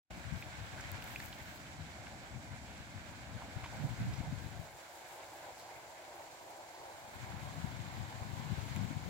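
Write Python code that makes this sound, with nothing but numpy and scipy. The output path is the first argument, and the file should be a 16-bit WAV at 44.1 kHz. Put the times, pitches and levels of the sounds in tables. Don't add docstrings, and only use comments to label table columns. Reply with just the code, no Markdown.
import sys
import numpy as np
from scipy import signal
from scipy.fft import rfft, irfft, next_fast_len
from scipy.io import wavfile
from scipy.ndimage import uniform_filter1d

SR = 44100
rng = np.random.default_rng(int(sys.argv[2]) if len(sys.argv) > 2 else 0)


def transcribe(u):
    v = np.clip(np.atleast_2d(u).T, -1, 1)
    q = np.round(v * 32767).astype(np.int16)
    wavfile.write(sys.argv[1], SR, q)


N = 400869
TIME = np.arange(N) / SR
N_FFT = next_fast_len(N + 4096)
HZ = np.maximum(np.arange(N_FFT // 2 + 1) * SR / N_FFT, 1)

# (time [s], level [dB])
BREEZE_DB = [(0, -57.5), (3.4, -56.5), (4.55, -57.5), (4.8, -77.5), (6.85, -78.5), (7.3, -57.5), (9.1, -58)]


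def from_db(db):
    return 10 ** (np.asarray(db) / 20)


def rms_one(x):
    return x / np.sqrt(np.mean(x ** 2) + 1e-20)


def in_time(rows):
    times_s, *columns = np.transpose(rows)
    return [np.interp(TIME, times_s, column) for column in columns]


def at_hz(points, hz):
    points_hz, values = np.transpose(points)
    return np.interp(np.log(hz), np.log(points_hz), values)


def filtered(x, gain):
    return irfft(rfft(x, N_FFT) * gain, N_FFT)[..., :N]


def coloured(x, spectrum):
    return filtered(x, from_db(at_hz(spectrum, HZ)))


def delayed(x, ms):
    return np.interp(TIME - ms / 1000, TIME, x)


def drift(corner_hz):
    hop, settle = 40, 2000
    pole = np.exp(-2 * np.pi * corner_hz * hop / SR)
    white = rng.standard_normal(N // hop + settle + 2)
    slow = signal.lfilter([1], [1, -2 * pole, pole * pole], white)[settle:]
    return np.interp(np.arange(N) / hop, np.arange(len(slow)), rms_one(slow))


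def resonance(x, hz, width_hz):
    r = np.exp(-np.pi * width_hz / SR)
    feedback = [1, -2 * r * np.cos(2 * np.pi * hz / SR), r * r]
    return signal.lfilter(np.array([1, 0, -1]) * (1 - r * r) / 2, feedback, x + 1e-18)


def band(x, hz, width_hz):
    return resonance(resonance(x, hz, width_hz), hz, width_hz)


def clicks(per_s, spread_db):
    out = np.zeros((2, N))
    for ear in range(2):
        sizes = from_db(spread_db * np.minimum(rng.exponential(1, N), 4))
        out[ear] = sizes * rng.choice([-1, 1], N) * (rng.random(N) < per_s / SR)
    return out


def air_rumble():
    # (frequency [Hz], level [dB])
    spectrum = [(30, -14), (70, -1.5), (150, -3.5), (260, -3.5), (330, -7.5), (430, -32), (700, -52)]
    return rms_one(coloured(rng.standard_normal(N), spectrum)) * from_db(in_time(BREEZE_DB)[0])


def port_wind(turned, thinning, strong_db, pitch_ratio, lurch_db, unrest_db):
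    # (time [s], level [dB])
    left_push = [(0.2, -48.5), (1.2, -50), (1.6, -55.5), (3.65, -51), (3.92, -40.5), (4.35, -41.5),
                 (4.6, -44.5), (4.85, -80), (5.5, -68), (6.8, -71), (7.12, -61), (7.2, -45), (8.1, -42.5),
                 (8.16, -47), (8.3, -40.5), (8.85, -40.5), (8.95, -38.5), (9.01, -48), (9.06, -36.5)]
    # (frequency [Hz], level [dB])
    spectrum = [(15, -44), (45, -1.5), (68, 5), (115, 2.5), (160, -6), (225, -15.5), (300, -21.5),
                (450, -26), (1100, -48)]
    lee_db = -6.5
    push_db = np.array([in_time(left_push)[0], in_time(BREEZE_DB)[0] + lee_db])
    gust_db = push_db + unrest_db * drift(27)
    white = rng.standard_normal((2, N))
    gentle = rms_one(coloured(white, spectrum))
    fast = rms_one(filtered(white, from_db(at_hz(spectrum, HZ / pitch_ratio))))
    force = 1 / (0.5 + np.exp((strong_db - gust_db) / 2))
    eddies = (1 - force) * gentle + force * fast
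    eddies -= np.clip(thinning * turned, 0, 1) * filtered(eddies, 1 / (1 + (HZ / 80) ** 4))
    eddies /= np.sqrt(uniform_filter1d(eddies ** 2, size=3500) + 0.0079)
    wander_db = lurch_db * np.array([drift(36) for ear in range(2)])
    return eddies * from_db(gust_db + wander_db + [[-0.2], [-1.4]])


def buffets():
    # (time [s], level [dB], pitch [Hz], rise and fall [s], left-right [dB])
    thumps = [(0.275, -40, 105, .02, 18), (0.331, -31.5, 90.5, 0.015, 31), (0.365, -40, 108, 0.014, 20),
              (0.613, -42, 94, 0.032, 10), (0.945, -40, 110, 0.044, 18), (1.81, -39.5, 99, 0.031, 12),
              (2.362, -39.5, 93.5, 0.032, 24), (2.532, -42, 105, 0.039, 19), (2.962, -39.5, 100, 0.016, 19),
              (3.357, -37, 126, 0.017, 22), (3.568, -32, 107, 0.0081, 34), (3.816, -36.5, 158, 0.038, -23),
              (3.851, -28, 122, 0.016, -24), (3.911, -34.5, 112, 0.015, 20),
              (4.019, -32.5, 113, 0.021, -32), (4.06, -38, 140, 0.054, 23), (4.088, -33, 104, 0.03, -24),
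              (4.207, -29.5, 103, 0.0064, 15), (4.285, -36.5, 119, 0.026, -21),
              (4.332, -31, 136, 0.0098, 23), (7.59, -37, 138, 0.023, 28), (7.646, -30.5, 143, 0.009, 33),
              (7.797, -35.5, 115, 0.01, 32), (8.018, -36, 97, 0.017, 28), (8.518, -30, 127, 0.02, 25),
              (8.774, -30, 165, 0.0066, 26), (8.814, -33.5, 140, 0.054, 28), (8.91, -30.5, 142, 0.0069, 28),
              (8.969, -34.5, 111, 0.0084, 31)]
    usual_top_hz, usual_db, db_per_octave = 233, -35, 13
    out, size = np.zeros((2, N + SR)), SR // 4
    t = TIME[:size] - TIME[size // 2]
    for time_s, level_db, hz, length_s, pan_db in thumps:
        swings = band(rng.standard_normal(size), hz, width_hz=0.85 * hz)
        swings /= np.sqrt(uniform_filter1d(swings ** 2, size=650) + 1e-12)
        top_hz = usual_top_hz * 2 ** ((level_db - usual_db) / db_per_octave)
        swings = signal.sosfilt(signal.butter(4, top_hz, fs=SR, output="sos"), swings)
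        ears = from_db(level_db + np.minimum([[pan_db], [-pan_db]], 0))
        at = int(time_s * SR) - size // 2
        out[:, at:at + size] += ears * swings * np.exp(-(t / length_s) ** 2)
    return out[:, :N]


def surging_db(small_waves_db):
    # (time [s], level [dB])
    swell = [(0.2, -57.5), (0.7, -55.5), (1.55, -57.5), (2.2, -56), (3.05, -58.5), (3.8, -53.5),
             (4.85, -57), (5.15, -52.5), (5.95, -55), (6.7, -53.5), (7.4, -54), (9.05, -53.3)]
    # (time [s], rise [dB])
    big_waves = [(4.64, 5.5), (5.47, 3.5), (5.68, 3.5), (5.85, 2.5), (6.23, 1), (6.5, 2.8), (6.86, 2)]
    rate_hz, spread_hz, rise_fall_s = 2.3, 4.1, 0.038
    small = rms_one(filtered(rng.standard_normal(N), np.exp(-((HZ - rate_hz) / spread_hz) ** 2)))
    big_db = sum(db * np.exp(-((TIME - time_s) / rise_fall_s) ** 2) for time_s, db in big_waves)
    return in_time(swell)[0] + small_waves_db * small + big_db


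def far_roar(level_db, lag_ms, turned, flutter_db, brightening):
    # (frequency [Hz], level [dB])
    spectrum = [(40, -24), (110, -9), (220, -21.5), (330, -3.5), (430, -8), (580, 0.5), (760, 2.5),
                (950, -2.5), (1200, -14.5), (1600, -23), (2400, -26), (4500, -29)]
    # (frequency [Hz], coherence [0-1])
    coherence = [(200, 0.94), (600, 0.84), (1000, 0.63), (2000, 0.7)]
    alike = at_hz(coherence, HZ)
    colour = from_db(at_hz(spectrum, HZ))
    direct = filtered(rng.standard_normal(N), colour * np.sqrt(alike))
    diffuse = filtered(rng.standard_normal((2, N)), colour * np.sqrt(1 - alike))
    facing = rms_one(np.array([delayed(direct, lag_ms / 2), delayed(direct, -lag_ms / 2)]) + diffuse)
    mids = filtered(facing, np.exp(-np.log2(HZ / 1080) ** 2 / 0.18))
    side_on = rms_one(facing + brightening * mids)
    share = np.clip(2 * turned, 0, 1) ** 2
    return ((1 - share) * facing + share * side_on) * from_db(level_db + flutter_db * drift(12.4))


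def fizz(churn_db, grain_db, flutter_db, hiss_pan_db):
    # (frequency [Hz], level [dB])
    spray_spectrum = [(2000, -1.5), (3500, -5), (4500, 0), (5500, 0), (6600, -0.5), (7600, 2.5), (8100, -1),
                      (8700, -11), (10000, -7), (11500, -17), (16000, -28)]
    hiss_spectrum = [(5000, -6), (8500, 3), (11000, 1), (13500, -4), (15700, -1)]
    # (time [s], level [dB])
    hiss_curve = [(.7, -74), (1.2, -64), (1.7, -79), (3.3, -75), (4.2, -70.5), (4.7, -67), (5.1, -60.5),
                  (5.5, -65), (9.1, -69.5)]
    spray_db = -60.5 + 0.35 * (churn_db - churn_db.mean())
    wash = rng.standard_normal((2, N)) + from_db(grain_db) * rms_one(clicks(per_s=2500, spread_db=5.0))
    spray = rms_one(coloured(wash, spray_spectrum))
    spray *= from_db(spray_db + flutter_db * drift(17.0) + [[-1.2], [1.2]])
    hiss = rms_one(coloured(rng.standard_normal((2, N)), hiss_spectrum))
    hiss *= from_db(in_time(hiss_curve)[0] + 2.2 * drift(12))
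    return spray + hiss * from_db([[hiss_pan_db / 2], [-hiss_pan_db / 2]])


def grains(low_hz, high_hz, per_s, q, patchy_db, bands=14):
    out = np.zeros((2, N))
    for hz in np.geomspace(low_hz, high_hz, bands):
        rings = resonance(clicks(per_s / bands, spread_db=3.0), hz, hz / q)
        out += rms_one(rings) * np.sqrt(hz) * from_db(patchy_db * drift(5.3))
    return rms_one(out)


def slush(level_db, pan_db, lag_ms, grain_db, direct_db, flutter_db, slosh_db):
    # (centre [Hz], width [Hz], gain [ratio])
    peaks = [(1450, 400, 0.18), (2186, 330, 0.37)]
    # (frequency [Hz], level [dB])
    left_spectrum = [(600, -28), (1000, -2), (1230, -7), (1550, 2.5), (1900, -2), (2200, -6.5),
                     (3000, -4.5), (4300, -9.5), (6000, -16.5), (9000, -23)]
    right_spectrum = [(600, -9), (1000, -0.5), (1250, -3), (1570, 2.5), (1900, -1), (2330, 1.5), (2800, -6),
                      (3900, -7), (5500, -21), (9000, -43)]
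    crumbs = from_db(grain_db) * grains(1000, 5410, per_s=1500, q=7.6, patchy_db=2.5)
    direct = from_db(direct_db) * rng.standard_normal(N)
    wash = rng.standard_normal((2, N)) + crumbs + np.array([delayed(direct, lag_ms), direct])
    for hz, width_hz, gain in peaks:
        wash += gain * resonance(wash, hz, width_hz) * from_db(slosh_db * drift(6.5))
    ears = rms_one(np.array([coloured(wash[0], left_spectrum), coloured(wash[1], right_spectrum)]))
    return ears * from_db(level_db + flutter_db * drift(14.0) + np.array([pan_db, -pan_db]) / 2)


def shadowed(x, turned):
    left = x[0] - np.clip(1.64 * turned, 0, 1) ** 2 * resonance(x[0], hz=1520, width_hz=420)
    depth = 0.46 * np.tanh(1.9 * turned)
    right = (x[1] - depth * delayed(x[1], ms=0.361)) / np.sqrt(1 + depth ** 2)
    return np.array([left, right])


def ticks(gain_db, decay_s, crackle_right_db):
    # (time [s], relative peak [dB], left-right [dB])
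    events = [(0.9173, -35, 20), (1.0250, -44, 12), (1.0420, -38, 15), (1.129, -46, 12), (1.2416, -37, 17),
              (1.253, -39, 16), (1.26, -39, 15), (8.762, -43, -3)]
    # (time [s], level [dB])
    crackle_curve = [(.3, -97), (.41, -56), (.5, -90), (.98, -85), (1.04, -58), (1.27, -54), (1.34, -63),
                     (1.55, -58), (1.8, -90)]
    # (frequency [Hz], level [dB])
    crackle_spectrum = [(4000, -20), (8000, -21), (11000, -21), (13000, -16), (15500, -18)]
    out, t = np.zeros((2, N)), TIME[:SR // 20]
    for time_s, peak_db, pan_db in events:
        burst = rng.standard_normal((2, len(t))) * np.exp(-t / decay_s)
        tick = resonance(burst, hz=14000, width_hz=11000)
        ears = from_db([[pan_db / 2], [-pan_db / 2]])
        at = int(time_s * SR)
        out[:, at:at + len(t)] += from_db(peak_db + gain_db) * tick / np.abs(tick).max() * ears / ears.mean()
    crackle = rms_one(coloured(clicks(per_s=1200, spread_db=3.5), crackle_spectrum))
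    return out + crackle * from_db(in_time(crackle_curve)[0] + [[0], [crackle_right_db]])


def ice_showers():
    # (time [s], level [dB], centre [Hz], length [s])
    showers = [(0.425, -57, 2700, 0.032), (0.803, -56, 1530, 0.033), (1.101, -54, 1530, 0.023),
               (1.319, -57, 2880, 0.039), (2.052, -61, 1620, .04), (2.65, -63, 2250, 0.2),
               (3.404, -58, 1300, 0.044), (3.634, -50, 1900, 0.037), (4.13, -57.5, 4100, 0.06),
               (5.578, -62.5, 3650, 0.13), (6.717, -64, 4200, 0.14), (7.38, -63, 2200, 0.18),
               (8.58, -62, 2400, 0.14), (8.6, -60.5, 6800, 0.14)]
    snaps_per_s, rise_share = 2000, 0.098
    out, t = np.zeros(N), TIME[:SR // 2]
    for time_s, level_db, hz, length_s in showers:
        snaps = rng.standard_normal(len(t)) * (rng.random(len(t)) < snaps_per_s / SR)
        envelope = np.tanh(t / (rise_share * length_s)) * np.exp(-(t / length_s) ** 2)
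        shower = rms_one(band(snaps, hz, width_hz=hz)) * envelope
        at = int(time_s * SR)
        out[at:at + len(t)] += from_db(level_db) * shower[:N - at]
    return out


def cracks(snap_db, opening_s):
    # (time [s], peak [dB], pitch [Hz], t60 [s])
    events = [(0.4245, -35.5, 2400, 0.017), (0.782, -40, 1540, 0.025), (0.7978, -39, 1590, 0.025),
              (.809, -39, 6700, .01), (1.024, -39, 2880, 0.0091), (1.16, -30, 2400, 0.017),
              (1.201, -35.5, 1780, 0.02), (1.2015, -41, 4500, .012), (1.328, -37, 2970, 0.014),
              (2.0688, -40.5, 1600, 0.018), (3.421, -41.5, 1000, 0.027), (3.6416, -40, 1080, 0.02),
              (3.659, -40, 930, 0.027), (8.7627, -40, 2500, 0.007), (8.7624, -36, 6800, 0.007)]
    out, t = np.zeros(N), TIME[:SR // 10]
    for time_s, peak_db, hz, t60_s in events:
        snap = band(rng.standard_normal(len(t)), hz, width_hz=0.7 * hz)
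        crack = np.sin(2 * np.pi * hz * t) + from_db(snap_db) * snap
        crack *= np.tanh(t / opening_s) * from_db(-60 * t / t60_s)
        at = int(time_s * SR)
        out[at:at + len(t)] += from_db(peak_db) * crack / np.abs(crack).max()
    return out


def scene():
    # (time [s], left-ear lag [ms], slush left-right [dB], turned away [0-1])
    turn = [(0, 0.19, -1, 0.04), (3, 0.15, -1.5, 0.18), (4.5, 0.011, 0, 0.29), (5.8, -0.081, 2, 0.26),
            (7.3, -0.25, 0.5, 0.39), (9.1, -0.31, 4.5, 0.76)]
    # (time [s], level [dB])
    churn = [(0.2, -56), (0.95, -53), (1.4, -55.5), (2.45, -58.5), (3.15, -57.5), (3.99, -54.5),
             (4.91, -61), (5.2, -58), (5.64, -60), (6.83, -61), (7.37, -55.5), (8.4, -55), (8.74, -52.5),
             (8.95, -55.5)]
    lag_ms, pan_db, turned = in_time(turn)
    churn_db, = in_time(churn)
    crumbs = slush(churn_db + 2, pan_db, lag_ms, grain_db=-11, direct_db=-10, flutter_db=1, slosh_db=4)
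    spray = fizz(churn_db, grain_db=-5, flutter_db=1, hiss_pan_db=5)
    near = shadowed(crumbs + spray, turned)
    far = far_roar(surging_db(small_waves_db=0.34), lag_ms, turned, flutter_db=1.2, brightening=1.36)
    ice = cracks(snap_db=8, opening_s=0.00019) + ice_showers()
    floes = np.array([delayed(ice, ms=0.051), ice]) * from_db([[-0.75], [0.75]])
    close = ticks(gain_db=5.5, decay_s=0.00033, crackle_right_db=-17)
    thumps = buffets()
    gusts = port_wind(turned, thinning=1.9, strong_db=-47, pitch_ratio=1.05, lurch_db=3, unrest_db=1)
    return air_rumble() + gusts + thumps + far + near + close + floes


def port_gain(bumps):
    return from_db(sum(db * np.exp(-((HZ - hz) / width_hz) ** 2) for hz, width_hz, db in bumps))


def record(dry):
    # (centre [Hz], width [Hz], gain [dB])
    left_port = [(1880, 140, -4.5), (2150, 140, 2.5), (9650, 1600, -5.5)]
    right_port = [(15200, 700, 1)]
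    open_s, bass_cut_hz, top_cut_hz = 0.106, 38, 15900
    opened = from_db(np.interp(TIME, [0, open_s - 0.008, open_s], [-60, -44, 0]))
    ported = filtered(dry * opened, np.array([port_gain(left_port), port_gain(right_port)]))
    ported = signal.sosfilt(signal.butter(2, bass_cut_hz, "high", fs=SR, output="sos"), ported)
    return filtered(ported, 1 / np.sqrt(1 + (HZ / top_cut_hz) ** 300))


dry = scene()
out = record(dry)
transcribe(out)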